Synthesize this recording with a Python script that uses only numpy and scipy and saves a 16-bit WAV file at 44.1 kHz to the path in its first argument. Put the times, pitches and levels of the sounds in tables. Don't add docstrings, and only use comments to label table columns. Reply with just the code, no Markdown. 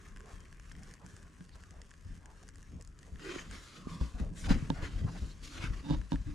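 import sys
import numpy as np
from scipy import signal
from scipy.fft import rfft, irfft, next_fast_len
from scipy.io import wavfile
from scipy.ndimage import uniform_filter1d, map_coordinates

SR = 44100
rng = np.random.default_rng(int(sys.argv[2]) if len(sys.argv) > 2 else 0)


def to_wav(sig):
    pcm = np.clip(np.atleast_2d(sig), -1, 1) * 32767
    pcm = np.round(pcm).astype(np.int16)
    wavfile.write(sys.argv[1], SR, pcm.T)


N = 279594
TIME = np.arange(N) / SR
MOVE_START_S = 3.17
SIDES = np.array([[.5], [-.5]])

# time_s, sway_db, drum_db
RUMBLE_LEVELS = [(0.0, -56.5, -60), (0.49, -56.5, -64.5), (0.78, -53.5, -59.5), (1.15, -63, -60.5),
                 (1.5, -63.5, -66), (2.75, -54.5, -65.5), (3.41, -54.5, -56), (3.55, -51.5, -71),
                 (3.83, -71, -53.5), (4.1, -49.5, -61), (4.36, -46, -49.5), (5.08, -41, -51),
                 (5.33, -52.5, -57.5), (6.34, -61, -69)]
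# centre_s, length_s, sway_db, drum_db
WEIGHT_SHIFTS = [(0.146, 0.094, -48, -60), (0.374, 0.095, -52.5, -60), (0.838, 0.075, -47.5, -57),
                 (1.24, 0.046, -54.5, -60.5), (1.622, 0.31, -54.5, -65), (2.116, 0.091, -45, -54),
                 (2.485, 0.23, -54, -60.5), (2.753, 0.1, -48, -51.5), (3.514, 0.061, -46.5, -48),
                 (3.938, 0.16, -49, -51), (4.529, .11, -28.5, -36), (4.725, 0.032, -49, -37.5),
                 (5.083, 0.12, -56, -39), (5.68, 0.17, -38.5, -50.5), (5.946, 0.1, -36, -47),
                 (6.188, 0.068, -39, -51.5), (6.304, 0.049, -37, -68)]
# freq_hz, gain_db
SWAY_EQ = [(12, -20), (32, 7.5), (62, -1.5), (80, 1), (115, -9), (160, -23.5), (400, -39), (1000, -120)]
# freq_hz, gain_db
DRUM_EQ = [(50, -46), (110, 0.5), (170, 5.5), (230, -3.5), (295, -4.5), (360, -15), (600, -21),
           (1200, -38.5), (4000, -120)]
# freq_hz, gain_db
HISS_EQ = [(100, -30), (400, 10.5), (600, -1.5), (870, -3), (1100, 5), (1380, 2), (1650, 5.5), (2150, -7.5),
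           (2700, -3), (3900, -8.5), (6500, -5), (9700, -12.5), (11000, -20), (14000, -30)]
# time_s, level_db
CRINKLE_LEVELS = [(0.1, -70), (0.6, -69), (1.35, -75.5), (3.2, -77)]
# freq_hz, gain_db
CRINKLE_EQ = [(1200, -20), (1650, 0.5), (2100, 3), (2900, -10), (4500, -30)]
# centre_s, length_s, level_db, pitch_hz, width_octaves
BRUSHES = [(.17, 0.48, -68, 1070, 0.19), (0.294, 0.064, -59, 790, 1.4), (0.26, 0.19, -63, 418, 0.31),
           (0.816, 0.032, -66.5, 704, 0.44), (1.036, 0.051, -59.5, 760, 1.26),
           (1.565, 0.034, -62.5, 800, 1.8), (1.539, 0.027, -65, 4150, 0.4), (1.773, 0.077, -65, 660, 1.1),
           (2.285, 0.1, -64.5, 746, 1.6), (2.435, 0.016, -62.5, 520, 0.87), (2.8, 0.02, -62, 482, 0.8),
           (3.082, 0.03, -64, 553, 1.2), (3.292, 0.093, -45, 339, 0.33), (3.319, 0.015, -48, 2090, 0.63),
           (3.391, 0.01, -43.5, 1930, 1.1), (3.4, 0.041, -56, 6200, 0.36), (4.23, 0.1, -55, 567, 0.77),
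           (4.403, 0.057, -55, 6960, 0.62), (4.502, 0.054, -43, 630, 0.82), (4.798, 0.069, -50.5, 830, 1.9),
           (4.856, 0.018, -50, 1720, 1), (5.085, 0.022, -51, 775, 1.5), (5.164, 0.026, -52, 810, 2),
           (5.315, 0.02, -60, 4200, 0.2), (5.634, 0.034, -44, 1790, 1.4)]
# start_s, level_db, snap_offset_db
CRACKLES = [(0.0857, -48.5, -16), (0.1623, -46, -7), (0.172, -47, -6.5), (0.2055, -47.5, -5),
            (0.405, -46.5, -19), (0.527, -48.5, -5.5), (0.598, -46.5, -7.5), (0.7153, -56, 4.5),
            (0.7198, -41.5, -22), (0.752, -58, 3), (0.7972, -59, -9), (0.8334, -42.5, -20),
            (0.912, -43.5, -15), (0.9387, -39.5, -16), (1.0634, -42.5, -14), (1.1658, -44, -14),
            (1.229, -48.5, -12), (1.4077, -55.5, -1.5), (1.493, -46, -11), (1.637, -48, -6.5),
            (1.708, -45, -15), (1.817, -41.5, -12), (1.908, -46.5, -14), (1.9138, -51.5, -4),
            (1.939, -51.5, -4), (2.2579, -41, -14.5), (2.4293, -49, -24), (2.48, -46, -18),
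            (2.4887, -40.5, -14), (2.5574, -45, -12), (2.6287, -46, -14), (2.8112, -42.5, -17),
            (2.824, -43.5, -29), (2.849, -45, -24), (2.875, -45.5, -26), (2.9902, -44, -19),
            (3.0304, -48.5, -6.5), (3.1583, -59, 3.5), (3.1955, -54, 0), (3.5117, -38, -13),
            (4.2008, -45, -26), (6.015, -51, 0.5), (6.1581, -50.5, 3.5)]
# pitch_hz, t60_s
SNAP_MODES = [(1700, 0.011), (2150, 0.003), (3000, 0.0026)]
# pitch_hz, t60_s
TICK_MODES = [(5000, 0.0045), (6400, 0.0064), (7500, 0.006), (9400, 0.0024)]
# freq_hz, gain_db
CRACKLE_EQ = [(7500, 7.5), (10200, 7), (11500, 0), (14500, -7)]
# start_s, level_db, pitch_hz, t60_s
THUDS = [(0.335, -34.5, 76, 0.063), (1.045, -42.5, 135, 0.1), (1.134, -41.5, 91, 0.096),
         (1.408, -41, 176, 0.12), (1.713, -43.5, 160, 0.065), (2.049, -38.5, 89, 0.28),
         (3.121, -34, 65, 0.2), (3.36, -28, 345, 0.031), (3.871, -20.5, 231, 0.016), (4.01, -20, 60, 0.17),
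         (4.142, -31, 44.7, 0.21), (4.2, -31.5, 212, 0.1), (4.209, -24, 57, 0.22), (4.499, -14, 32, 0.13),
         (4.507, -10, 200, 0.02), (4.559, -26.5, 234, 0.054), (4.624, -26.5, 146, 0.087),
         (4.826, -20.5, 76, 0.053), (4.959, -20.5, 70, 0.04), (5.013, -23.5, 79, 0.098),
         (5.045, -20, 106, 0.086), (5.219, -25.5, 58.5, 0.17), (5.639, -26.5, 117, 0.079),
         (5.703, -27.5, 50.3, 0.2), (5.985, -32.5, 50.4, 0.37), (6.137, -26, 51, 0.2),
         (6.261, -33, 105.2, 0.18)]
# start_s, length_s, rub_db, sheen_db
STROKES = [(3.17, 0.24, -51, -58), (3.247, 0.12, -50.5, -64), (3.41, 0.18, -62, -64),
           (3.521, 0.024, -54, -56.5), (3.562, 0.14, -63.5, -61.5), (3.724, 0.066, -57.5, -61),
           (3.877, 0.071, -57.5, -58.5), (3.983, 0.072, -59.5, -61), (4.178, 0.03, -59, -65),
           (4.347, 0.078, -60, -58), (4.434, 0.034, -50, -55.5), (4.481, 0.04, -41, -50),
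           (4.552, 0.098, -62, -65), (4.695, 0.18, -62.5, -65), (4.815, 0.029, -45.5, -56.5),
           (4.892, 0.12, -58.5, -65), (5.03, 0.28, -65.5, -63.5), (5.42, 0.049, -60, -53.5),
           (5.46, 0.19, -57, -58), (5.545, 0.08, -50, -67), (5.616, 0.022, -45.5, -54.5),
           (5.711, 0.069, -57.5, -63), (5.835, .11, -56.5, -63.5), (6.103, 0.023, -57, -60.5),
           (6.265, 0.034, -61, -67)]
# freq_hz, gain_db
FLUTTER_EQ = [(120, -68), (250, 5), (330, 1), (520, -5.5), (850, -15), (1500, -23), (4000, -91)]
# freq_hz, gain_db
RUB_EQ = [(300, -18), (800, -13), (1100, -1.5), (1450, -0.5), (2050, -1.5), (2400, -5), (2700, -3.5),
          (3200, -8.5), (4200, -13.5), (7000, -26), (15000, -66)]
# freq_hz, gain_db
SHEEN_EQ = [(1500, -10), (3500, 2.5), (5000, 2), (7200, -0.5), (8200, -7), (10000, -8), (11200, -17),
            (14000, -22.5), (15000, -55)]
# time_s, pitch_hz, level_db
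HAND_SLIDE = [(3.4, 1440, -89), (3.55, 1386, -72), (3.78, 1205, -65), (3.93, 1098, -55), (4.3, 1040, -77)]
# pitch_hz, level_db, t60_s
SHELL_MODES = [(156.4, 2.5, 0.089), (268.6, 2.5, 0.064), (526, -7.5, 0.04), (924, -1, 0.033),
               (1640, -14, 0.032), (3020, -7.5, 0.0055), (3660, -9.5, 0.015), (4400, -2.5, 0.0033)]
# start_s, level_db, hardness_db
KNOCKS = [(4.0113, -33, -10.5), (4.51, -23, -11), (4.702, -25.5, -1), (5.9, -30, -8), (5.907, -23.5, -12),
          (5.934, -38, -19), (5.947, -34.5, -13), (6.1196, -28.5, -3), (6.13, -44.5, 6), (6.139, -27, -31)]
# centre_s, length_s, level_db, hardness_db
DRAGS = [(5.864, 0.037, -47.5, -1), (5.927, 0.049, -40.5, 2), (6.138, 0.022, -38, -5),
         (6.302, 0.038, -44.5, -42)]
# freq_hz, correlation
STEREO_LIKENESS = [(60, 0.93), (300, 0.83), (700, 0.6), (1400, 0.6), (3000, 0.54), (6500, 0.92),
                   (10000, 0.82), (14000, 0.11)]
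# freq_hz, left_minus_right_db
CONTACT_PAN = [(60, 1), (200, 1), (900, -7), (3600, -14.5), (7000, 34)]
# freq_hz, left_lead_rad
CONTACT_PHASE = [(60, -0.37), (220, -1.07), (900, -1.3), (4200, -0.82)]
# freq_hz, left_minus_right_db
PORT_BALANCE = [(30, 3.5), (70, 2.5), (120, 1.5), (200, -2.5), (600, -1.5), (1270, 1), (2400, 1.5),
                (4300, 0), (9000, 0.5), (13000, 7.5)]


def amp(db):
    return 10 ** (np.asarray(db) / 20)


def unit(x):
    return x / np.sqrt(np.mean(x ** 2) + 1e-20)


def along(points, hz):
    freqs, values = np.transpose(points)
    return np.interp(np.log(hz + 1), np.log(freqs + 1), values)


def automation(rows):
    times, *columns = np.transpose(rows)
    return [np.interp(TIME, times, column) for column in columns]


def wobble(rate):
    return map_coordinates(rng.standard_normal(int(N * rate / SR) + 4), [TIME * rate])


def filtered(x, response):
    size = next_fast_len(N + SR // 4)
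    return irfft(rfft(x, size) * response(np.fft.rfftfreq(size, 1 / SR)), size)[..., :N]


def narrowed(x, hz, octaves):
    edges = np.clip(hz * 2 ** (np.array([-.5, .5]) * octaves), 20, SR / 2 - 1)
    return unit(signal.sosfilt(signal.butter(2, edges, "band", fs=SR, output="sos"), x))


def add(track, start_s, sound):
    part = track[..., max(round(start_s * SR), 0):][..., :sound.shape[-1]]
    part += sound[..., :part.shape[-1]]


def ring(hz, t60):
    t = np.arange(SR // 3) / SR
    return np.sin(2 * np.pi * hz * t) * np.exp(-np.log(1000) * t / t60)


def swell(centre_s, length_s):
    return np.exp(-2 * ((TIME - centre_s) / length_s) ** 2)


def noise():
    return rng.standard_normal((2, N))


def grains(rate, spread_db):
    hits = rng.random(N) < rate / SR
    sizes = amp(spread_db * rng.uniform(-2.6, 2.7, N))
    return unit(hits * sizes * rng.uniform(-0.88, 1, (2, N)))


def rustle(share, rate, spread_db):
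    return np.sqrt(1 - share) * noise() + np.sqrt(share) * grains(rate, spread_db)


def coloured(pair, eq):
    def response(hz):
        width = np.arccos(np.clip(along(STEREO_LIKENESS, hz), 0, 1)) / 2
        return amp(along(eq, hz)) * np.array([np.cos(width), np.sin(width)])
    mid, side = filtered(pair, response)
    return unit(np.array([mid + side, mid - side]))


def folds(x, patchy_db):
    spectra = signal.stft(x, nperseg=1024)[2]
    patches = uniform_filter1d(rng.standard_normal(spectra.shape[1:]), size=4, axis=0)
    patches = uniform_filter1d(patches, size=8, axis=1)
    gain = unit(amp(patchy_db * unit(patches)))
    return signal.istft(spectra * gain, nperseg=1024)[1][:, :N]


def rumble():
    bed_sway_db, bed_drum_db = automation(RUMBLE_LEVELS)
    sway_power, drum_power = amp(bed_sway_db + 0.5) ** 2, amp(bed_drum_db + 1) ** 2
    for centre_s, length_s, sway_db, drum_db in WEIGHT_SHIFTS:
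        shift = swell(centre_s, length_s)
        sway_power += (amp(sway_db) * shift) ** 2
        drum_power += (amp(drum_db) * shift) ** 2
    lumps_db = 1.8 * wobble(20)
    sway = np.sqrt(sway_power) * amp(lumps_db) * coloured(noise(), SWAY_EQ)
    drum = np.sqrt(drum_power) * amp(lumps_db - 1) * coloured(noise(), DRUM_EQ)
    return sway + drum


def hiss(level_db=-66):
    bed = amp(level_db + 2.8 * wobble(12)) * coloured(rustle(share=0.37, rate=600, spread_db=-1), HISS_EQ)
    bright_eq = [(hz, db + 2 * np.log2(hz / 1000)) for hz, db in HISS_EQ]
    dust_db = level_db - 7 - np.maximum(TIME - MOVE_START_S, 0)
    clumps_db = 2.5 * wobble(20)
    dust = amp(dust_db + clumps_db) * coloured(grains(rate=220, spread_db=1), bright_eq)
    return folds(bed, patchy_db=3) + dust


def crinkle():
    level_db, = automation(CRINKLE_LEVELS)
    snaps = grains(rate=520, spread_db=1) * amp(3 * wobble(70))
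    return amp(level_db) * coloured(snaps, CRINKLE_EQ)


def brushes():
    flat_eq = [(100, 0), (10000, 0)]
    friction = coloured(rustle(share=0.13, rate=1500, spread_db=7.5), flat_eq)
    return sum(amp(db) * swell(centre_s, length_s) * narrowed(friction, hz, octaves)
               for centre_s, length_s, db, hz, octaves in BRUSHES)


def click(modes):
    return sum((-1) ** k * ring(hz * np.exp(0.07 * rng.normal()), t60)
               for k, (hz, t60) in enumerate(modes))


def crackles():
    out = np.zeros((2, N))
    t = np.arange(SR // 100) / SR
    for start_s, db, snap_offset_db in CRACKLES:
        slips = 0.04 * rng.standard_normal((2, len(t))) * np.exp(-t / 0.004)
        slips[:, 0] = 1
        snap = amp(db + snap_offset_db + 1) * click(SNAP_MODES)
        tick = amp(db - 12.5) * click(TICK_MODES)
        body = snap + tick
        body[0] += amp(db - 13)
        add(out, start_s, signal.fftconvolve(slips, body[None], axes=1))
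    return filtered(out, lambda hz: amp(along(CRACKLE_EQ, hz)))


def thuds():
    swing, shudder = np.zeros(N), np.zeros(N)
    t = np.arange(SR // 3) / SR
    for start_s, db, hz, t60 in THUDS:
        push = amp(db) * (1 - np.exp(-t * hz / 0.21))
        add(swing, start_s, push * ring(hz, t60))
        add(shudder, start_s, push * np.exp(-np.log(1000) * t / t60))
    return swing + amp(-14) * shudder * coloured(noise(), DRUM_EQ)


def stroke(start_s, length_s, attack_share=0.34, release_s=0.035):
    attack = np.clip((TIME - start_s) / (attack_share * length_s), 0, 1)
    return attack * np.exp(-np.maximum(TIME - start_s - length_s, 0) / release_s)


def cloth():
    lull = amp(-24 * swell(centre_s=4.3, length_s=0.089))
    light_rustle = np.clip((TIME - MOVE_START_S) / 0.044, 0, 1) * lull
    rub_power, sheen_power = (amp(-72.5) * light_rustle) ** 2, (amp(-72) * light_rustle) ** 2
    for start_s, length_s, rub_db, sheen_db in STROKES:
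        speed = stroke(start_s, length_s)
        rub_power += (amp(rub_db) * speed) ** 2
        sheen_power += (amp(sheen_db) * speed) ** 2
    catch_db = 2.2 * wobble(90)
    flutter = amp(-2.5) * coloured(noise(), FLUTTER_EQ)
    rub = amp(catch_db) * coloured(rustle(share=0.43, rate=1400, spread_db=2), RUB_EQ)
    sheen = amp(1 + 0.52 * catch_db) * coloured(noise(), SHEEN_EQ)
    return np.sqrt(rub_power) * (flutter + rub) + np.sqrt(sheen_power) * sheen


def hand_slide(flutter_hz=270):
    hz, level_db = automation(HAND_SLIDE)
    phase = 2 * np.pi * np.cumsum(hz) / SR
    return amp(level_db) * unit(wobble(flutter_hz) * np.cos(phase) + wobble(flutter_hz) * np.sin(phase))


def shell(hardness_db, fingertip_hz=5500):
    hardness_share = [(250, 0.059), (900, 0.82), (3500, 1)]  # freq_hz, share
    modes = 0
    for k, (hz, db, t60) in enumerate(SHELL_MODES):
        gain = (-1) ** k * amp(db + hardness_db * along(hardness_share, hz))
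        modes += gain * ring(hz * np.exp(0.014 * rng.normal()), t60)
    soft_fingertip = signal.butter(2, fingertip_hz, "low", fs=SR, output="sos")
    return signal.sosfilt(soft_fingertip, modes)


def finger_knocks():
    out = np.zeros(N)
    for start_s, db, hardness_db in KNOCKS:
        add(out, start_s, amp(db) * shell(hardness_db))
    return out


def finger_drags():
    out = np.zeros(N)
    slips = grains(rate=700, spread_db=2.5)[0]
    sing = amp(-19.5) * narrowed(slips, hz=3620, octaves=0.038)
    hum = narrowed(slips, hz=291.4, octaves=0.15)
    for centre_s, length_s, db, hardness_db in DRAGS:
        rattle = unit(signal.fftconvolve(slips, shell(hardness_db))[:N])
        out += amp(db) * swell(centre_s, length_s) * (rattle + hum + amp(hardness_db) * sing)
    return out


def scene():
    def placement(hz):
        return amp(along(CONTACT_PAN, hz) * SIDES) * np.exp(1j * along(CONTACT_PHASE, hz) * SIDES)
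    contacts = filtered(thuds() + finger_knocks() + finger_drags(), placement)
    bed = rumble() + crackles() + crinkle() + hiss()
    friction = hand_slide() + folds(cloth() + brushes(), patchy_db=3)
    return contacts + bed + friction


def record(dry, top_hz=14800):
    return filtered(dry, lambda hz: amp(along(PORT_BALANCE, hz) * SIDES) * (hz < top_hz))


dry = scene()
out = record(dry)
to_wav(out)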